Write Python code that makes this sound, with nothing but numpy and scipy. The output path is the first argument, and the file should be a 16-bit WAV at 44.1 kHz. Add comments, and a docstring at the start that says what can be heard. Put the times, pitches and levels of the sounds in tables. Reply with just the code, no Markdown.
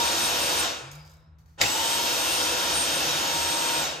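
"""A whine over rushing air: a handheld vacuum cleaner on a tiled floor, heard on a stereo microphone pair.
It is released, coasts down, restarts with a snap and is released again. The shaft speed sets the pitch
of the whine and the strength of the air in the ducts. Breathy whistles glide with the suction.
In the pause a low tube note rings, a dropped sheet of paper flicks on the tiles and the wand ticks."""
import sys
import numpy as np
from scipy import signal
from scipy.fft import rfft, irfft
from scipy.io import wavfile
from scipy.ndimage import uniform_filter1d

SR = 44100
rng = np.random.default_rng(int(sys.argv[2]) if len(sys.argv) > 2 else 0)


def int16_out(signal):
    """Quantize to a 16-bit WAV file."""
    q = np.round(np.clip(np.atleast_2d(signal).T, -1, 1) * 32767)
    wavfile.write(sys.argv[1], SR, q.astype(np.int16))


N = 176400
T, HZ = np.arange(N) / SR, np.maximum(np.fft.rfftfreq(N, 1 / SR), 1)
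SIDES = np.array([[1], [-1]])  # left and right microphone
FULL_SPEED_HZ = 950

def undb(db):
    return 10 ** (np.asarray(db) / 20)

def curve(rows, column=1):
    """One column of a table, joined by straight lines in time."""
    rows = np.array(rows)
    return np.interp(T, rows[:, 0], rows[:, column])

def across(rows, column=1):
    """One column of a table, joined on a log-frequency axis."""
    rows = np.array(rows)
    return np.interp(np.log(HZ), np.log(rows[:, 0]), rows[:, column])

def wander(rate_hz):
    """Smooth random drift with a spread of 1."""
    hold = int(SR / rate_hz)
    steps = np.repeat(rng.standard_normal(N // hold + 1), hold)
    drift = uniform_filter1d(uniform_filter1d(steps, hold), hold)[:N]
    return drift / drift.std()

def bell(hz, width_hz):
    """Power response of a resonance."""
    return 1 / (1 + (2 * (HZ - hz) / width_hz) ** 2)

# The microphone pair. 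Each row: frequency in Hz, likeness from 0 to 1, lead of the left in radians.
MIC_PAIR = [(60, .97, 0), (300, .8, 0), (650, .55, .3), (950, .5, 1.3), (1300, .15, 1.5), (1550, .35, 2.8),
            (1850, .55, .3), (2900, .68, .8), (3400, .55, 1.2), (4100, .4, -.3), (4700, .68, .4),
            (5300, .2, 0), (5700, .25, -1.8), (6500, .68, -.1), (7300, .8, -.1), (8500, .7, -1.6),
            (10000, .97, -3.1), (11200, .7, -4.4), (13000, .9, -6.3), (14300, .6, -7.6), (15700, .9, -9.4)]
def noise(gain):
    """Coloured noise of rms 1 as the two microphones hear it."""
    shared, left, right = rfft(rng.standard_normal((3, N)))
    likeness = np.clip(across(MIC_PAIR), 0, 1)
    turn = np.exp(.5j * across(MIC_PAIR, 2) * SIDES)
    spectrum = np.sqrt(likeness) * shared * turn + np.sqrt(1 - likeness) * np.array([left, right])
    x = irfft(gain * spectrum, N)
    return x / x.std()

def gliding_noise(hz, width_hz):
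    """Noise of rms 1 in a narrow resonance whose centre moves."""
    centre = hz.mean()
    band = signal.hilbert(noise(np.sqrt(bell(centre, width_hz) * bell(centre, 2 * width_hz))))
    return np.real(band * np.exp(2j * np.pi * np.cumsum(hz - centre) / SR))

def room(x, wet_db, t60_s=.33):
    """Adds the tail of a small tiled room."""
    t = T[:SR]
    tail = rng.standard_normal((2, SR)) * np.exp(-np.log(1000) * t / t60_s) * (t > .004)
    tail /= np.sqrt(np.sum(tail[0] ** 2))
    return x + undb(wet_db) * signal.fftconvolve(x, tail, axes=1)[:, :N]

def bursts(events, colour, wet_db, rise_s=.00042):
    """Short bursts of noise that rise at once and die away in the room."""
    envelope = 0
    for start, db, decay_s in events:
        age = np.maximum(T - start, 0)
        envelope += undb(db) * (1 - np.exp(-age / rise_s)) * np.exp(-age / decay_s)
    return room(envelope * noise(undb(across(colour))), wet_db)

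def rough_tone(phase, lead_rad, roughness):
    """A tone of rms near 1 that wavers roughly in level and phase; the left microphone leads by lead_rad."""
    drift = np.array([wander(70) + 1j * wander(70) for _ in range(2)])
    scatter = 1 + roughness * drift / np.sqrt(2)
    carrier = np.exp(1j * (phase + lead_rad / 2 * SIDES))
    return np.sqrt(2 / (1 + roughness ** 2)) * np.imag(scatter * carrier)

# The motor under power, one list per run. Each row: time in seconds, shaft rate in Hz.
RUNS = [
    [(0, 947.7), (.1, 949.6), (.27, 957), (.45, 959.5), (.61, 956.2)],
    [(1.572, 39.8), (1.585, 314.6), (1.605, 522.5), (1.615, 800.7), (1.7, 859.7), (1.8, 910.4),
     (1.95, 941.2), (2.06, 948.6), (2.32, 959.4), (2.5, 958), (2.75, 955.6), (3.22, 949.6), (3.36, 945),
     (3.805, 945.6)],
]
def shaft_rate(drag_s=.27, friction_s=.7):
    """The shaft is driven along each run, then slowed by air drag and bearing friction."""
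    hz = 0
    for run in RUNS:
        driven = curve(run) * (T >= run[0][0])
        off_s = np.maximum(T - run[-1][0], 0)
        hz = np.maximum(hz, driven * np.exp(-off_s / friction_s) / (1 + off_s / drag_s))
    return hz

# The fan's whine at the microphones. Each row: time in seconds, relative level in dB at full speed.
WHINE = [(0, -44), (.07, -30), (.16, -43), (.26, -30), (.35, -44), (.42, -34), (.55, -37.5), (.6, -27),
         (.618, -33), (.66, -33), (1.62, -35), (1.72, -29), (1.8, -37), (1.93, -30.5), (2.02, -43),
         (2.1, -34), (2.16, -39), (2.32, -32), (2.52, -36), (2.59, -45), (2.64, -36), (2.69, -42),
         (2.76, -29.5), (2.82, -30), (2.88, -42), (2.96, -32), (3.07, -44.5), (3.21, -33.5), (3.29, -46),
         (3.37, -35), (3.795, -34.5), (3.815, -38), (3.85, -26)]
def blade_whine(angle, speed, blades=9):
    """The passing fan blades make a whine that grows steeply with speed."""
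    tone = rough_tone(blades * angle, lead_rad=-1.82, roughness=.2)
    return room(tone * undb(curve(WHINE) + .4) * speed ** 4.8, wet_db=-13)

# From the motor. Each row: time in seconds, then levels of tone and overtone in dB at full speed.
SHAFT_LEVELS = [(0, -30, -54), (.25, -44, -54), (.55, -42, -56), (.72, -46, -63.5), (1.68, -37.5, -65),
                (2.03, -36.5, -56), (2.2, -43, -56), (2.55, -37.5, -56), (2.8, -44, -51), (3.1, -47, -46),
                (3.25, -39, -44), (3.45, -33, -43), (3.8, -35, -47), (3.9, -36, -60)]
def shaft_tones(angle, speed):
    """The spinning shaft sounds just under its own rate, with an overtone at seven times that rate."""
    tone = rough_tone(.99 * angle, lead_rad=1.4, roughness=.25) * undb(curve(SHAFT_LEVELS))
    overtone = rough_tone(7 * angle, lead_rad=0, roughness=.25) * undb(curve(SHAFT_LEVELS, 2))
    return (tone + overtone) * speed ** 3.8

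# The rush as heard outside the cleaner. Each row: frequency in Hz, relative level in dB.
RUSH_COLOUR = [(30, -24), (60, -11), (110, -13), (205, -9), (320, -3.5), (520, -6), (850, 1), (1150, -0.5),
               (1550, -1.2), (2150, -6), (2900, -1), (4400, -3.5), (5600, -0.5), (6700, -4.5), (7300, -8.5),
               (8300, -9), (9000, -9), (9600, -24.5), (10500, -10.5), (11900, -10), (13500, -15.5),
               (15000, -16.5), (16000, -30)]
# Resonances inside the ducts. Each row: frequency in Hz, width in Hz, lift in dB.
DUCT_MODES = [(78, 14, 6), (153, 23, 7.2), (313, 28, 4.5), (339.3, 12, 6.5), (495, 23, 11.5),
              (554.5, 42, 8.5), (664, 36, 5), (833, 30, 1.5), (1200, 22, -5.2), (1450, 26, 9),
              (1665, 40, 4.5), (2450, 20, 4.5), (2692, 24, 8.5), (3610, 75, 3), (3840, 75, 6),
              (4290, 90, 3.5), (5195, 23, 7), (5870, 79, 0), (6120, 90, 4), (6980, 120, 2.5)]
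# How the rush grows. Each row: band centre in Hz, exponent of the speed.
RUSH_GROWTH = [(110, 3.2), (420, 2.34), (1100, 2.06), (2600, 2.85), (5200, 3.8), (8200, 3.46), (12500, 6.4)]
# The rush at the microphones. Each row: time in seconds, then body and treble in dB at full speed.
RUSH_LEVELS = [(0, -24.5, -25), (.58, -25, -26), (1.25, -24.5, -24), (1.595, -17, -14),
               (1.635, -20.5, -19.5), (1.71, -26, -21.5), (1.86, -26.5, -23.5), (2.3, -25.5, -25.5),
               (2.8, -25, -27), (3.2, -25.5, -26.5), (3.7, -26, -27), (3.96, -25, -25.5)]
def air_rush(speed, lag_s=.07, ripple_step_hz=28, flicker_db=.6):
    """Turbulence in the resonant ducts; the treble dies first as the fan slows."""
    keep = np.exp(-1 / (lag_s * SR))
    lagged = signal.lfilter([1 - keep], [1, -keep], speed, zi=[speed[0]])[0]
    flow = np.maximum(speed, lagged)  # the air lags only while slowing
    # Many small duct and room resonances ripple the spectrum.
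    knots = np.arange(0, SR / 2, ripple_step_hz)
    ripple_db = 2 * np.interp(HZ, knots, rng.standard_normal(len(knots))) * np.minimum(HZ / 1500, 1)
    ducts_db = sum(db * bell(hz, width) for hz, width, db in DUCT_MODES)
    spectrum = rfft(noise(undb(across(RUSH_COLOUR) + ripple_db + ducts_db)))
    out = 0
    for centre, exponent in RUSH_GROWTH:
        band = across([(hz, float(hz == centre)) for hz, _ in RUSH_GROWTH])
        treble = min(centre / 9000, 1)
        db = (1 - treble) * curve(RUSH_LEVELS) + treble * curve(RUSH_LEVELS, 2)
        out += irfft(spectrum * band, N) * flow ** exponent * undb(db + flicker_db * wander(18))
    return out

# Flutter in the airstream. Each row: time in seconds, level in dB.
FLUTTER = [(0, -46), (.55, -49), (.68, -41), (.76, -48), (.9, -66), (1.1, -100), (1.6, -100), (1.66, -39),
           (1.81, -36), (1.9, -42), (2.03, -42), (2.15, -50), (3.8, -52), (3.86, -40), (4, -54)]
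# A whistle in the same stream. Each row: time in seconds, pitch in Hz, level in dB.
WHISTLE = [(0, 3140, -42), (.55, 3131, -45), (.68, 3012, -43.5), (.8, 2614, -47.5), (.9, 2376, -57),
           (1.06, 2275, -67), (1.3, 2201, -90), (1.59, 2286, -92), (1.635, 2559, -32), (1.73, 2935, -38),
           (1.84, 3120, -33), (2, 3140, -37), (2.15, 3160, -41), (2.7, 3147, -40.5), (3.15, 3155, -41),
           (3.8, 3174, -46), (4, 2595, -46)]
def suction_whistles(shaft_hz):
    """The flow flutters around the shaft rate, and a breathy whistle glides with the suction."""
    flutter = gliding_noise(shaft_hz, width_hz=70) * undb(curve(FLUTTER))
    return flutter + gliding_noise(curve(WHISTLE), width_hz=200) * undb(curve(WHISTLE, 2))

# The room around the microphones. Each row: frequency in Hz, relative level in dB before the roll-off.
RUMBLE_COLOUR = [(25, -26), (55, -5), (80, 5.5), (115, -12), (200, -19.5), (330, -28), (900, -39),
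                 (1700, -34), (2600, -48)]
def room_rumble():
    """Low rumble of the quiet room, rolled off above 3 kHz."""
    return undb(-54) * noise(undb(across(RUMBLE_COLOUR)) / np.hypot(1, HZ / 3000) ** 2)

# A thin ring from the cleaner. Each row: time in seconds, pitch in Hz, level in dB.
HIGH_RING = [(.7, 5000, -80), (.87, 4980, -58.5), (.97, 4900, -61), (1.05, 4900, -59.5), (1.16, 5020, -72),
             (1.27, 5160, -76.5), (1.33, 5130, -84), (1.39, 5130, -105)]
# A fainter ring below it. Each row: time in seconds, level in dB.
LOW_RING = [(.9, -80), (1.1, -72), (1.24, -76), (1.37, -91.5)]
def coasting_rings():
    """Two diffuse rings swell while the rotor coasts."""
    high = gliding_noise(curve(HIGH_RING), width_hz=290) * undb(curve(HIGH_RING, 2))
    return high + noise(bell(3850, width_hz=450)) * undb(curve(LOW_RING))

# From the tube, in the pause. Each row: time in seconds, pitch in Hz, level in dB.
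TUBE = [(.79, 110.7, -78), (.836, 128, -45), (.9, 142, -49), (.99, 150, -45), (1.06, 154.7, -55),
        (1.15, 156, -57), (1.4, 158, -61), (1.57, 159, -60.5), (1.62, 158, -75)]
def tube_note():
    """The tube rings with a low note that rises as the flow dies."""
    note = np.sqrt(2) * np.sin(2 * np.pi * np.cumsum(curve(TUBE)) / SR)
    return note * undb(curve(TUBE, 2)) * (T > TUBE[0][0]) * (T < TUBE[-1][0])

# Paper landing down on the tiles. Each row: start in seconds, level in dB, decay in seconds.
FLICKS = [(.9147, -37, 0.0035), (.9225, -47, .003), (.932, -46, 0.003), (.9515, -47, 0.003),
          (.9555, -48, .003), (1.0963, -55, 0.005), (1.1135, -54, 0.0025), (1.137, -56, 0.0035),
          (1.168, -63, .003)]
# The sheet sliding along the floor. Each row: time in seconds, level in dB.
SLIDE = [(.9, -100), (.93, -58), (1, -69), (1.08, -65), (1.14, -66), (1.2, -81), (1.26, -100)]
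# Colours of the flicks and of the slide. Each row: frequency in Hz, relative level in dB.
FLICK_COLOUR = [(200, -12.5), (2000, -15.5), (5000, 3), (6800, 7.5), (9000, -1), (13000, -1), (16000, -11)]
SLIDE_COLOUR = [(1000, -21), (5000, 0.5), (7000, 0.5), (9500, -7.5), (13500, -3.5), (16000, -8)]
def paper(crackles_per_s=600, spread_db=3, decay_s=.0007, wet_db=-5.5):
    """The sheet flicks as it lands, then crackles faintly as it slides and settles."""
    grains = (rng.random(N) < crackles_per_s / SR) * undb(spread_db * rng.standard_normal(N))
    crackle = signal.lfilter([1], [1, -np.exp(-1 / (decay_s * SR))], grains)
    crackle /= np.sqrt(np.mean(crackle ** 2))
    slide = noise(undb(across(SLIDE_COLOUR))) * crackle * undb(curve(SLIDE))
    return bursts(FLICKS, FLICK_COLOUR, wet_db) + room(slide, wet_db)

# Ticks up at the hand. Each row: start in seconds, level in dB, decay in seconds.
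TICKS = [(1.3846, -63.5, 0.023), (1.4584, -62, .008), (1.478, -70, 0.15)]
# Their colour. Each row: frequency in Hz, relative level in dB.
TICK_COLOUR = [(200, -7), (1500, 2), (3000, -5), (4250, -3), (4550, 5), (4900, -4), (6200, 1), (8000, -9),
               (15000, -7)]
def wand_ticks():
    """The wand ticks faintly in the hand, with plenty of room around it."""
    return bursts(TICKS, TICK_COLOUR, wet_db=-1.5)

# Snap and thump at the cleaner's body. Each row: start in seconds, level in dB, decay in seconds.
SNAPS = [(1.612, -14, 0.0016), (1.6144, -3, 0.0012), (1.6178, -13, 0.0042), (1.635, -25, 0.0069)]
THUMPS = [(1.605, -34.5, 0.05)]
# Their colours. Each row: frequency in Hz, relative level in dB.
SNAP_COLOUR = [(100, -28), (1000, -24), (1650, -5), (1930, 7.5), (2200, 4.5), (2500, -2), (3300, 0),
               (3800, -2), (4350, -8), (4800, 3.5), (5500, -12), (6900, -3), (8500, -12.5), (12000, -13.5),
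               (16000, -16)]
THUMP_COLOUR = [(30, -26), (75, -5), (115, -6.5), (200, -20), (600, -44), (3000, -90)]
def restart(wet_db=-6):
    """The motor restarts with a snap, and its torque thumps the body."""
    return bursts(SNAPS, SNAP_COLOUR, wet_db) + bursts(THUMPS, THUMP_COLOUR, wet_db)

# Down at the nozzle. Each row: middle and length in seconds, pitch and width in Hz, level in dB.
NOZZLE = [(1.91, .17, 4880, 90, -39), (2.09, .12, 2690, 90, -39), (2.17, .08, 500, 90, -40),
          (2.3, .2, 2730, 90, -38), (3.7, .4, 2443, 20, -42)]
def nozzle_whistles():
    """Brief whistles swell and fade where the nozzle meets the sheet."""
    out = 0
    for middle, length_s, hz, width_hz, db in NOZZLE:
        swell = np.exp(-(2 * (T - middle) / length_s) ** 2)
        out += noise(bell(hz, width_hz)) * undb(db) * swell
    return out

# At the wand's open end. Each row: time in seconds, level in dB.
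DRONE = [(2.2, -73), (2.6, -64), (3.1, -48), (3.5, -52.5), (3.85, -48.5), (4, -59)]
def wand_drone():
    """The open wand drones at a low resonance as the paper lifts."""
    return noise(bell(149, width_hz=20)) * undb(curve(DRONE))

def scene(jitter=.0004):
    """One shaft drives the motor tones and the air; rings, knocks, paper and the room join them."""
    shaft_hz = shaft_rate()
    speed = shaft_hz / FULL_SPEED_HZ
    angle = 2 * np.pi * np.cumsum(shaft_hz * (1 + jitter * wander(60))) / SR
    motor = blade_whine(angle, speed) + shaft_tones(angle, speed)
    air = air_rush(speed) + suction_whistles(shaft_hz) + nozzle_whistles() + wand_drone()
    pause = coasting_rings() + tube_note() + paper() + wand_ticks()
    return motor + air + room_rumble() + pause + restart()

def record(dry, lean_db=.22, top_hz=15750):
    """The recorder leans a little to the left and cuts the top."""
    lowpass = signal.ellip(10, .2, 80, top_hz, fs=SR, output="sos")
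    return signal.sosfilt(lowpass, dry * undb(lean_db * SIDES))

dry = scene()
out = record(dry)
int16_out(out)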